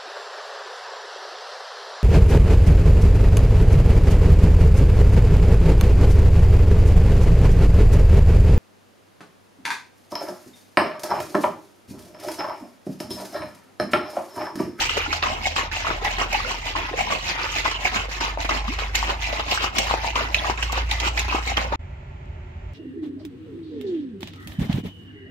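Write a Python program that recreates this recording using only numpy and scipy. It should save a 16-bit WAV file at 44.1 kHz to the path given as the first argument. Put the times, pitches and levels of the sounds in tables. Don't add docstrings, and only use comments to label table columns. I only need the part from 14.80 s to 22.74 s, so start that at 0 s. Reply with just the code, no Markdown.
import sys
import numpy as np
from scipy import signal
from scipy.fft import rfft, irfft, next_fast_len
from scipy.io import wavfile
from scipy.ndimage import uniform_filter1d, map_coordinates

SR = 44100
rng = np.random.default_rng(int(sys.argv[2]) if len(sys.argv) > 2 else 0)


def wav_out(sig):
    wavfile.write(sys.argv[1], SR, np.round(np.clip(np.atleast_2d(sig).T, -1, 1) * 32767).astype(np.int16))


N = 349967
TIME_S = np.arange(N) / SR

# [peak t/s, spray level/dB, spray rise/s, slosh level/dB]
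LID_STROKES = [(.001, -20.5, 0.0046, -26.5), (.332, -25.5, 0.034, -28.5), (.656, -24.5, 0.032, -27.5),
               (0.922, -27.5, 0.00071, -35), (1.252, -22.5, 0.018, -23), (1.528, -21, 0.017, -24),
               (1.879, -26.5, 0.048, -31.5), (2.199, -24.5, 0.032, -26), (2.497, -22.5, 0.044, -28.5),
               (2.787, -21.5, 0.065, -27.5), (3.057, -22, 0.035, -25.5), (3.321, -30, 0.017, -32),
               (3.606, -27.5, 0.0095, -26.5), (3.883, -30.5, 0.012, -49), (4.149, -24.5, 0.0093, -28),
               (4.428, -25.5, 0.016, -50), (4.721, -21.5, 0.036, -23.5), (4.967, -22.5, 0.014, -22),
               (5.279, -25.5, 0.062, -26), (5.543, -29.5, 0.019, -45), (5.824, -32, 0.052, -27.5),
               (6.115, -26.5, 0.03, -32.5), (6.378, -27, 0.023, -25.5), (6.679, -24.5, 0.029, -25.5),
               (6.925, -43, 0.0023, -24)]
# [peak t/s, spray level/dB, spray rise/s, slosh level/dB]
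BASE_STROKES = [(0.168, -25, 0.0018, -29.5), (.43, -26.5, 0.0013, -26), (0.763, -23.5, 0.0061, -28),
                (1.052, -29, 0.00056, -29), (1.409, -24, 0.026, -24), (1.696, -26.5, 0.031, -30.5),
                (1.958, -30, 0.00061, -28.5), (2.326, -23.5, 0.032, -26.5), (2.651, -27.5, 0.11, -28),
                (2.854, -23.5, 0.0088, -28), (3.145, -23, 0.0086, -25.5), (3.412, -26, 0.0059, -28),
                (3.693, -25.5, 0.00059, -26.5), (3.988, -31, 0.00049, -34), (4.302, -28, 0.036, -25),
                (4.605, -29.5, 0.15, -28), (4.839, -23, 0.033, -26.5), (5.12, -27.5, 0.046, -24),
                (5.356, -26.5, .0015, -24.5), (5.701, -28, 0.079, -26), (5.98, -27.5, 0.041, -26.5),
                (6.278, -23.5, 0.067, -25.5), (6.557, -27, 0.046, -24), (6.772, -27.5, 0.0043, -27)]
# (spray drain/s, fizz re spray/dB, slosh drain/s)
LID_FLOW = (0.15, 0.82, 0.11)
BASE_FLOW = (0.11, -1.3, 0.16)
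# [t/s, spray level/dB, fizz re spray/dB]
CRACKS = [(0.095, -19.5, -2), (.329, -17, -7), (0.426, -17, -11), (0.763, -24, -3), (.916, -23, -15),
          (1.2465, -24, 9), (1.53, -24.5, 14), (1.548, -25, -4), (3.054, -28, 3), (3.407, -23.5, -2),
          (3.692, -28, 7), (3.988, -25, -16), (4.154, -12, 8), (4.713, -19, 5), (4.9846, -13.5, 7),
          (5.357, -17.5, -6), (5.5455, -16, -2), (5.776, -21.5, -16), (5.828, -18, 2), (5.923, -29, 12),
          (6.1127, -13, 5.5), (6.201, -21, 7), (6.376, -16, -1), (6.393, -20.5, 8.5), (6.677, -22, 11.5),
          (6.77, -18.5, -2)]
# [peak t/s, level before knock and smack gain/dB, f/Hz, ring time/s]
GULPS = [(.094, -15.5, 1270, 0.00098), (.171, -13.5, 700, 0.00077), (.177, -15.5, 440, 0.0023),
         (.263, -23, 1370, 0.0024), (.33, -8, 1280, 0.00062), (.438, -11, 1170, 0.00098),
         (.657, -14, 2166, 0.0026), (.657, -23, 810, 0.003), (.764, -10.5, 1130, 0.00058),
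         (.787, -12, 1050, 0.0009), (.812, -16, 1060, 0.0011), (.972, -21.5, 755, 0.0017),
         (1.048, -16, 1080, 0.0011), (1.069, -13, 1260, 0.0011), (1.104, -9, 1300, 0.00037),
         (1.11, -15, 750, 0.00052), (1.268, -17, 830, 0.0028), (1.416, -11.5, 690, 0.00061),
         (1.526, -22, 800, 0.0016), (1.549, -12, 826, 0.0027), (1.603, -17, 1160, 0.0014),
         (1.649, -18.5, 1390, 0.0022), (1.711, -19, 1050, 0.0025), (1.954, -14.5, 1050, .0013),
         (2.185, -20, 1300, .0007), (2.209, -17.5, 753, 0.0026), (2.274, -18.5, 956, 0.0022),
         (2.305, -15, 1100, 0.00052), (2.323, -17, 1110, 0.0024), (2.855, -9.5, 1090, 0.00043),
         (2.86, -6.5, 1030, 0.00065), (3.054, -9.5, 2230, 0.00097), (3.055, -13.5, 740, 0.0011),
         (3.41, -14, 960, 0.00079), (3.575, -13.5, 730, 0.0008), (3.694, -9.5, 1175, 0.0015),
         (3.881, -17.5, 1124, 0.00098), (3.99, -12.5, 1200, 0.00027), (4.022, -23.5, 580, 0.0015),
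         (4.229, -10, 955, 0.0011), (4.723, -13, 620, 0.001), (4.776, -8.5, 1450, 0.00051),
         (4.843, -6.5, 1030, 0.00043), (5.111, -8, 880, 0.00071), (5.14, -5.5, 740, .00072),
         (5.246, -13.5, 868, 0.001), (5.359, -10.5, 1010, 0.00078), (5.376, -16, 1130, 0.00039),
         (5.546, -4.5, 2530, 0.00071), (5.646, -13.5, 1096, 0.00093), (5.699, -8.5, 913, 0.00098),
         (5.899, -19, 1065, 0.0015), (5.93, -15, 797, 0.00068), (5.978, -15, 798, 0.00097),
         (6.12, -20, 822, 0.0035), (6.372, -23, 1240, 0.00086), (6.527, -13, 1000, 0.0011),
         (6.55, -9.5, 891, 0.00063), (6.562, -18, 1210, 0.0011), (6.719, -17.5, 736, 0.0013),
         (6.773, -11, 3110, 0.00085), (6.78, -5.5, 1020, 0.00025), (6.925, -19.5, 585, 0.0019)]
# [start t/s, level/dB, f/Hz, length/s]
SQUIRTS = [(.002, -30, 2740, 0.038), (0.107, -32.5, 2790, 0.15), (0.304, -29.5, 2400, 0.016),
           (0.421, -28, 2740, .022), (0.957, -29.5, 2560, 0.02), (2.175, -26.5, 2213, 0.043),
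           (2.94, -31.5, 2870, 0.032), (3.045, -26.5, 2500, 0.034), (4.442, -30.5, 2348, 0.025),
           (5.582, -27, 3460, .014), (5.819, -27, 2760, 0.017), (6.372, -24.5, 2326, .03),
           (6.494, -25, 2560, 0.015)]
# [start t/s, peak level/dB, starting f/Hz, ring time/s]
GLUGS = [(.278, -29, 250, 0.0066), (.338, -29, 592, 0.0054), (1.108, -25.5, 263, 0.0014),
         (1.221, -28.5, 380, 0.004), (2.112, -28, 320, 0.0028), (2.137, -21, 428, 0.0035),
         (3.879, -24.5, 180, 0.011), (5.697, -22.5, 334, 0.0023), (6.266, -24, 290, 0.0022),
         (6.546, -15.5, 298, 0.0017)]
# [f/Hz, gain/dB]
SPRAY_COLOUR = [(900, -20), (1600, -10), (2100, 0), (2750, -2), (3250, -9.5), (4000, -8.5), (5200, -13.5),
                (7000, -14), (8200, -24.5), (9600, -34), (12000, -27), (15500, -35.5)]
# [f/Hz, gain/dB]
SLOSH_COLOUR = [(90, -4.5), (210, -6), (370, -2), (540, -7), (820, 3.5), (1200, 2.5), (1600, -4.5),
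                (2400, -8.5)]
# [f/Hz, gain/dB]
LID_COLOUR = [(250, -1), (420, -3), (800, 2.5), (1150, -4.5), (1700, -2), (2400, -2.5), (3000, 0.5),
              (3600, -0.5)]
# [f/Hz, gain/dB]
BASE_COLOUR = [(250, -1), (520, 2.5), (850, -0.5), (1350, 2), (2300, -2.5), (3000, 3), (3600, 0)]
# [f/Hz, lead/rad]
BUBBLE_LEAD = [(200, 0.47), (780, 1.01), (1350, 3.08), (1800, 3.43), (2300, 1.34)]
# [f/Hz, lead/rad]
GULP_LEAD = [(600, 0.48), (1000, 1.28), (1350, 1.77), (2400, 1), (3100, 2.36)]
# [f/Hz, left re right/dB]
GULP_LEAN = [(1000, 4.5), (2300, -5.5)]
# [f/Hz, T60/s]
KITCHEN_T60 = [(200, 0.17), (2500, 0.34), (12000, 0.14)]
# [t/s, firing f/Hz, level before gain and waver/dB]
ENGINE = [(0, 39.1, -40.5), (.7, 40.54, -40), (1.35, 41.26, -31.5), (1.85, 42, -38), (3.1, 47.9, -36),
          (3.9, 49.53, -28), (4.5, 52.7, -30.5), (4.78, 54.1, -37.5), (4.95, 52.6, -33.5),
          (5.4, 55.67, -31.5), (6.1, 57, -25), (6.95, 58.1, -30)]
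# [f/Hz, gain/dB]
ROOM_COLOUR = [(25, -23), (45, -4), (85, -3.5), (150, -17), (215, -23), (310, -31.5), (375, -21.5),
               (500, -37), (590, -25), (740, -30), (880, -27.5), (1100, -35), (1550, -36.5), (2100, -33.5),
               (2500, -36), (5100, -57.5), (6000, -56.5), (7600, -57.5), (8500, -84.5), (12000, -72)]
# [f/Hz, rms level before the room mix/dB]
HUM = [(82, -47), (136.5, -50), (248, -65), (364, -63.5), (581, -66), (886, -67), (1378, -71)]

STOP_S, RESUME_S, EDGE_HZ = 6.959, 6.993, 15850
SLOSH_RISE_S = 0.0074
SPENT_S = 0.013
DRAIN_SHAPE = 1.21
FIZZ_GROWTH_DB_PER_S = .5
LULL_LEAD_S, LULL_WIDTH_S = 0.041, 0.035
DROP_LEAD_S, DROP_WIDTH_S, DROP_SHARE = 0.013, 0.013, 0.23
HUSH_DB, HUSH_S, HUSH_LEAD_S = -4, 0.019, 0.0048
CRACK_RISE_S, CRACK_DECAY_S, SPIT_DECAY_S = 0.001, 0.0051, 0.0048
SNAP_DB, SNAP_LAG_S = 20.5, .00025
SMALL_GULPS_PER_S, SMALL_GULP_HZ, SMALL_GULP_OCTAVES = 14, 1093, 0.9
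SMALL_GULP_CYCLES, SMALL_GULP_RE_HEAVE_DB = 1.4, 1.5
SQUIRT_PER_S, SQUIRT_CYCLES, SQUIRT_OCTAVES = 500, 3.2, 0.092
SQUIRT_SPREAD_DB, SQUIRT_LEAN_DB = 4, -3.5
GLUG_RISE_PER_S = 24.8
DWELL_S = 0.0092
WANDER_HZ = 6
SWING_HZ = 1.15
OVERTONE_DB = -14.5
DRONE_S, DRONE_DB, DRONE_HZ, DRONE_SAG_HZ_PER_S, DRONE_WIDTH_S = 0.646, -34.5, 78.7, 4.7, 0.37
ROOM_DB = -37.5
TICK_S, TICK_DB, TICK_DECAY_S, TICK_LOW_HZ, TICK_HIGH_HZ = 7.456, -53, 0.0038, 2500, 7000


def throws():
    splashes, fizzes, surges = [], [], []
    for rows, (drain_s, fizz_db, slosh_drain_s) in ((LID_STROKES, LID_FLOW), (BASE_STROKES, BASE_FLOW)):
        for s, spray_db, rise_s, slosh_db in rows:
            left = 1 / (1 + rise_s / SPENT_S)
            foam_db = FIZZ_GROWTH_DB_PER_S * (s - STOP_S / 2)
            splashes.append((s, spray_db, rise_s, drain_s * left))
            fizzes.append((s, spray_db + fizz_db + foam_db, rise_s, drain_s * left))
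            surges.append((s, slosh_db, rise_s + SLOSH_RISE_S, slosh_drain_s * left))
    return splashes, fizzes, surges


def strokes(rows, rest_db, lull_db, lift_db):
    t = TIME_S[::16]
    flying = sum(np.exp(-((s - LULL_LEAD_S - t) / LULL_WIDTH_S) ** 2) for s, *_ in LID_STROKES)
    dropping = sum(np.exp(-((s - DROP_LEAD_S - t) / DROP_WIDTH_S) ** 2) for s, *_ in BASE_STROKES)
    flying += DROP_SHARE * dropping
    power = amp(rest_db + lull_db * flying) ** 2
    lifted = amp(lift_db * flying)
    for s, db, rise_s, decay_s in rows:
        drained = (np.maximum(t - s, 0) / decay_s) ** DRAIN_SHAPE
        fall = np.maximum((s - t) / rise_s, drained)
        power = power + (amp(db) * np.exp(-fall) * np.where(t > s, lifted, 1)) ** 2
    hush = amp(HUSH_DB * around_cracks(t + HUSH_LEAD_S, HUSH_S, CRACK_RISE_S))
    return np.interp(TIME_S, t, np.sqrt(power) * hush)


def around_cracks(t, before_s, after_s):
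    return sum(np.exp(-abs((t - s) / np.where(t < s, before_s, after_s))) for s, *_ in CRACKS)


def patter(per_s, decay_s):
    hits = (rng.random(N) < per_s / SR) * rng.random(N)
    flow = signal.lfilter([1], [1, -np.exp(-1 / (decay_s * SR))], hits)
    return unit(flow - flow.mean())


def spray(blobs, splashes, fizzes, lump_db=2.0, smack_db=-18, smack_s=0.0025):
    coarse = froth(1082, 5435, per_s=4200, cycles=1.75, spread_db=3.5, shoal_db=3.0, depth_s=0.00052, count=70)
    fine = froth(4910, 15100, per_s=4000, cycles=1.83, spread_db=2.0, shoal_db=3.0, depth_s=0.000448, count=50)
    cloud = churned(coarse + fine * amp(-4.0), SPRAY_COLOUR, lump_db * blobs, octaves=.06) + snaps()
    body = lowpass(cloud, hz=4750)
    fizz = cloud - body
    smacks = [(s, db + smack_db, ring_s, smack_s) for s, db, hz, ring_s in GULPS]
    cracks = [(s, db, CRACK_RISE_S, CRACK_DECAY_S) for s, db, fizz_db in CRACKS]
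    spits = [(s, db + fizz_db, CRACK_RISE_S, SPIT_DECAY_S) for s, db, fizz_db in CRACKS]
    flow = strokes(splashes + cracks + smacks, rest_db=-33.5, lull_db=-21, lift_db=-1.5)
    fizzing = strokes(fizzes + spits + smacks, rest_db=-39.5, lull_db=-20, lift_db=-3.5)
    return body * flow * amp([[-1.6], [.7]]) + fizz * fizzing * amp([[0.7], [-.7]])


def snaps():
    clicks = np.zeros((2, N))
    for s, *_ in CRACKS:
        clicks[0, round(s * SR)] = 1
        clicks[1, round((s + SNAP_LAG_S) * SR)] = 1
    return amp(SNAP_DB) * colour(clicks, SPRAY_COLOUR)


def slosh(blobs, heave, lump_db=4.5):
    cloud = froth(172.0, 2133, per_s=1700, cycles=1.0, spread_db=3.5, shoal_db=2.0, depth_s=0.000098, count=60)
    return churned(cloud, SLOSH_COLOUR, lump_db * blobs, octaves=.2) * heave * amp([[-.4], [-.9]])


def gulps(heave, glide=0.0067, scatter_db=5, knock_db=-1.8):
    out = np.zeros((2, N))
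    for s, db, hz, ring_s in GULPS:
        knock = bubble(hz, ring_s, glide, read(GULP_LEAN, hz), lead=GULP_LEAD)
        add(out, s - ring_s, amp(db + knock_db) * knock)
    for when, size, place in rng.random((int(SMALL_GULPS_PER_S * STOP_S), 3)):
        s = when * STOP_S
        hz = SMALL_GULP_HZ * 2 ** (SMALL_GULP_OCTAVES * (2 * size - 1))
        pan_db = read(GULP_LEAN, hz) + scatter_db * (2 * place - 1)
        knock = bubble(hz, SMALL_GULP_CYCLES / hz, glide, pan_db)
        add(out, s, amp(SMALL_GULP_RE_HEAVE_DB) * heave[int(s * SR)] * knock)
    return out


def squirts(glide=0.011):
    out = np.zeros((2, N))
    for s, db, hz, length_s in SQUIRTS:
        jet = np.zeros((2, SR // 4))
        number = max(int(SQUIRT_PER_S * length_s), 2)
        for k, (size, strength, delay) in enumerate(rng.standard_normal((100, 3))[:number]):
            pitch_hz = hz * 2 ** (SQUIRT_OCTAVES * size)
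            chirp = bubble(pitch_hz, SQUIRT_CYCLES / pitch_hz, glide, SQUIRT_LEAN_DB)
            add(jet, length_s * (k + delay % 1) / number, amp(SQUIRT_SPREAD_DB * strength) * chirp)
        jet_rms = np.sqrt(np.sum(jet ** 2) / (2 * length_s * SR))
        add(out, s, amp(db) * jet / jet_rms)
    return out


def glugs():
    out = np.zeros((2, N))
    for s, db, hz, ring_s in GLUGS:
        add(out, s, amp(db) * bubble(hz, ring_s, GLUG_RISE_PER_S * ring_s, 0))
    return out


def bubble(hz, ring_s, glide, pan_db, offset_s=0, lead=BUBBLE_LEAD):
    lag_s = read(lead, hz) / (2 * np.pi * hz) + offset_s
    t = np.arange(int((10 * ring_s + abs(lag_s)) * SR)) / SR
    delays_s = np.array([[max(-lag_s, 0)], [max(lag_s, 0)]])
    age = np.maximum(t - delays_s, 0) / ring_s
    turns = hz * ring_s * (age + glide * age ** 2 / 2)
    return age * np.exp(1 - age) * np.sin(2 * np.pi * turns) * amp([[pan_db / 2], [-pan_db / 2]])


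def froth(low_hz, high_hz, per_s, cycles, spread_db, shoal_db, depth_s, count):
    out = np.zeros((2, N))
    knots = np.arange(0, N, SR // 45)
    shoals = unit(uniform_filter1d(rng.standard_normal((count, len(knots))), size=6, axis=0))
    for hz, shoal in zip(np.geomspace(low_hz, high_hz, count), shoals):
        ring_s = cycles * 2 ** rng.uniform(-1.02, 1) / hz
        shape = bubble(hz, ring_s, 0.017, rng.normal(0, 5.4), depth_s * rng.uniform(-1.032, 1))
        shape *= np.sqrt(hz / np.sum(shape ** 2))
        at = rng.integers(0, N, int(per_s / count * N / SR))
        size_db = spread_db * np.minimum(rng.exponential(1, len(at)), 4) + shoal_db * np.interp(at, knots, shoal)
        size = unit(amp(size_db)) * rng.choice([-1, 1], len(at))
        where = (at[:, None] + np.arange(shape.shape[1])).ravel()
        for side, wave in zip(out, shape):
            side += np.bincount(where, np.outer(size, wave).ravel(), N)[:N]
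    return out


def churned(x, points, lumps_db, octaves):
    x = wander(colour(x, points), octaves)
    x = x / np.sqrt(uniform_filter1d((x ** 2).mean(0), size=800) + 1e-12)
    clumps = amp(lumps_db)
    return x * clumps / np.sqrt(uniform_filter1d(clumps ** 2, size=2200))


def wander(x, octaves):
    speed = 2 ** (octaves * drift(hz=WANDER_HZ))
    place = np.cumsum(speed / speed.mean())
    return np.array([map_coordinates(side, [place], order=3, mode="mirror") for side in x])


def air_space(x):
    ends = [(row[0], 1) for row in LID_STROKES] + [(row[0], 0) for row in BASE_STROKES]
    s, end = np.transpose(sorted(ends))
    at_lid = np.sin(np.pi / 2 * np.interp(TIME_S - DWELL_S, s, end)) ** 2
    return at_lid * colour(x, LID_COLOUR) + (1 - at_lid) * colour(x, BASE_COLOUR)


def swung(x, near_db, tail_db, near_s):
    swing = 2 * np.pi * SWING_HZ * TIME_S
    shares = [np.cos(swing + np.pi * k / 3) * np.sqrt(2 / 3) for k in range(3)]
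    return x + sum(kitchen(x * share, near_db, tail_db, near_s) for share in shares)


def kitchen(x, near_db, tail_db, near_s):
    t = np.arange(SR // 3) / SR
    signs = rng.choice([-1., 1.], (2, len(t)))
    taps = signs * (rng.random((2, len(t))) < .06) * (t > .002)
    hz, when, z = signal.stft(taps, SR, nperseg=256)
    decay = amp(-60 * when / read(KITCHEN_T60, hz)[:, None])
    tail = signal.istft(z * decay, SR, nperseg=256)[1][:, :len(t)]
    near = taps * np.exp(-t / near_s)
    echo = (amp(near_db) * unit(near) + amp(tail_db) * unit(tail)) / np.sqrt(len(t))
    return signal.oaconvolve(x, echo, axes=1)[:, :N]


def engine(gain_db=1.8, waver_db=1.0):
    s, hz, db = np.transpose(ENGINE)
    phase = 2 * np.pi * np.cumsum(np.interp(TIME_S, s, hz)) / SR
    overtones = np.sin(3 * phase / 2) + np.sin(2 * phase) / 2
    level_db = np.interp(TIME_S, s, db) + gain_db + waver_db * drift(hz=8.7)
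    return amp(level_db) * (np.sin(phase) + amp(OVERTONE_DB) * overtones)


def second_drone():
    age_s = TIME_S - DRONE_S
    turns = DRONE_HZ * age_s - DRONE_SAG_HZ_PER_S * age_s ** 2 / 2
    return amp(DRONE_DB) / (1 + (age_s / DRONE_WIDTH_S) ** 2) * np.sin(2 * np.pi * turns)


def room_tone(waver_rad=1.07, aimed_db=-1, lean_db=3, lag_s=.00042):
    shared, aimed, *own = rng.standard_normal((4, N))
    ports = np.array([aimed * amp(-lean_db), np.interp(TIME_S - lag_s, TIME_S, aimed)])
    hiss = unit(np.array(own) + amp(aimed_db) * ports)
    apart = hiss - lowpass(hiss, hz=290)
    air = amp(ROOM_DB) * unit(colour(lowpass(shared, hz=387) + apart, ROOM_COLOUR))
    hum = sum(amp(db) * np.sin(2 * np.pi * hz * TIME_S + waver_rad * drift(hz=2.06)) for hz, db in HUM)
    return air + np.sqrt(2) * hum


def tick():
    age_s = TIME_S - TICK_S
    noise = lowpass(rng.standard_normal((2, N)), TICK_HIGH_HZ)
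    band = noise - lowpass(noise, TICK_LOW_HZ)
    return amp(TICK_DB) * band * (age_s > 0) * np.exp(-abs(age_s / TICK_DECAY_S))


def amp(db):
    return 10 ** (np.asarray(db) / 20)


def unit(x):
    return x / np.sqrt(np.mean(x ** 2) + 1e-20)


def read(points, hz):
    f, value = np.transpose(points)
    return np.interp(np.log(hz + 1), np.log(f + 1), value)


def colour(x, points):
    size = next_fast_len(N + SR // 4, real=True)
    gain = amp(read(points, np.fft.rfftfreq(size, 1 / SR)))
    return irfft(rfft(x, size) * gain, size)[..., :N]


def lowpass(x, hz):
    size = next_fast_len(N + SR // 4, real=True)
    loss = 1 + (np.fft.rfftfreq(size, 1 / SR) / hz) ** 4
    return irfft(rfft(x, size) / loss, size)[..., :N]


def drift(hz):
    return unit(lowpass(rng.standard_normal(N), hz))


def add(mix, s, sound):
    part = mix[:, max(round(s * SR), 0):][:, :sound.shape[1]]
    part += sound[:, :part.shape[1]]


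def scene():
    blobs = patter(per_s=60, decay_s=0.017) * (1 - around_cracks(TIME_S, CRACK_RISE_S, after_s=0.022))
    splashes, fizzes, surges = throws()
    heave = strokes(surges, rest_db=-38.5, lull_db=-20, lift_db=0.0)
    liquid = air_space(spray(blobs, splashes, fizzes) + slosh(blobs, heave))
    bottle = swung(liquid, near_db=-7.5, tail_db=-12.5, near_s=0.0045)
    bottle += swung(gulps(heave), near_db=-5.0, tail_db=-10.5, near_s=0.0036)
    bottle += swung(squirts() + glugs(), near_db=-23.0, tail_db=-15.5, near_s=0.0027)
    shaking = uniform_filter1d(1. * (TIME_S < STOP_S), size=120)
    after = uniform_filter1d(1. * (TIME_S > RESUME_S), size=120)
    ports = amp([[-.5], [.5]])
    drones = (engine() + second_drone()) * ports
    room_gain = shaking * amp(-6) + after + amp(-19.5)
    return (bottle + drones) * shaking + room_tone() * ports * room_gain + tick()


def record(dry):
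    band_limit = signal.firwin(511, EDGE_HZ, window=("kaiser", 9), fs=SR)
    return signal.oaconvolve(dry, band_limit[None], "same")


dry = scene()
out = record(dry)
wav_out(out)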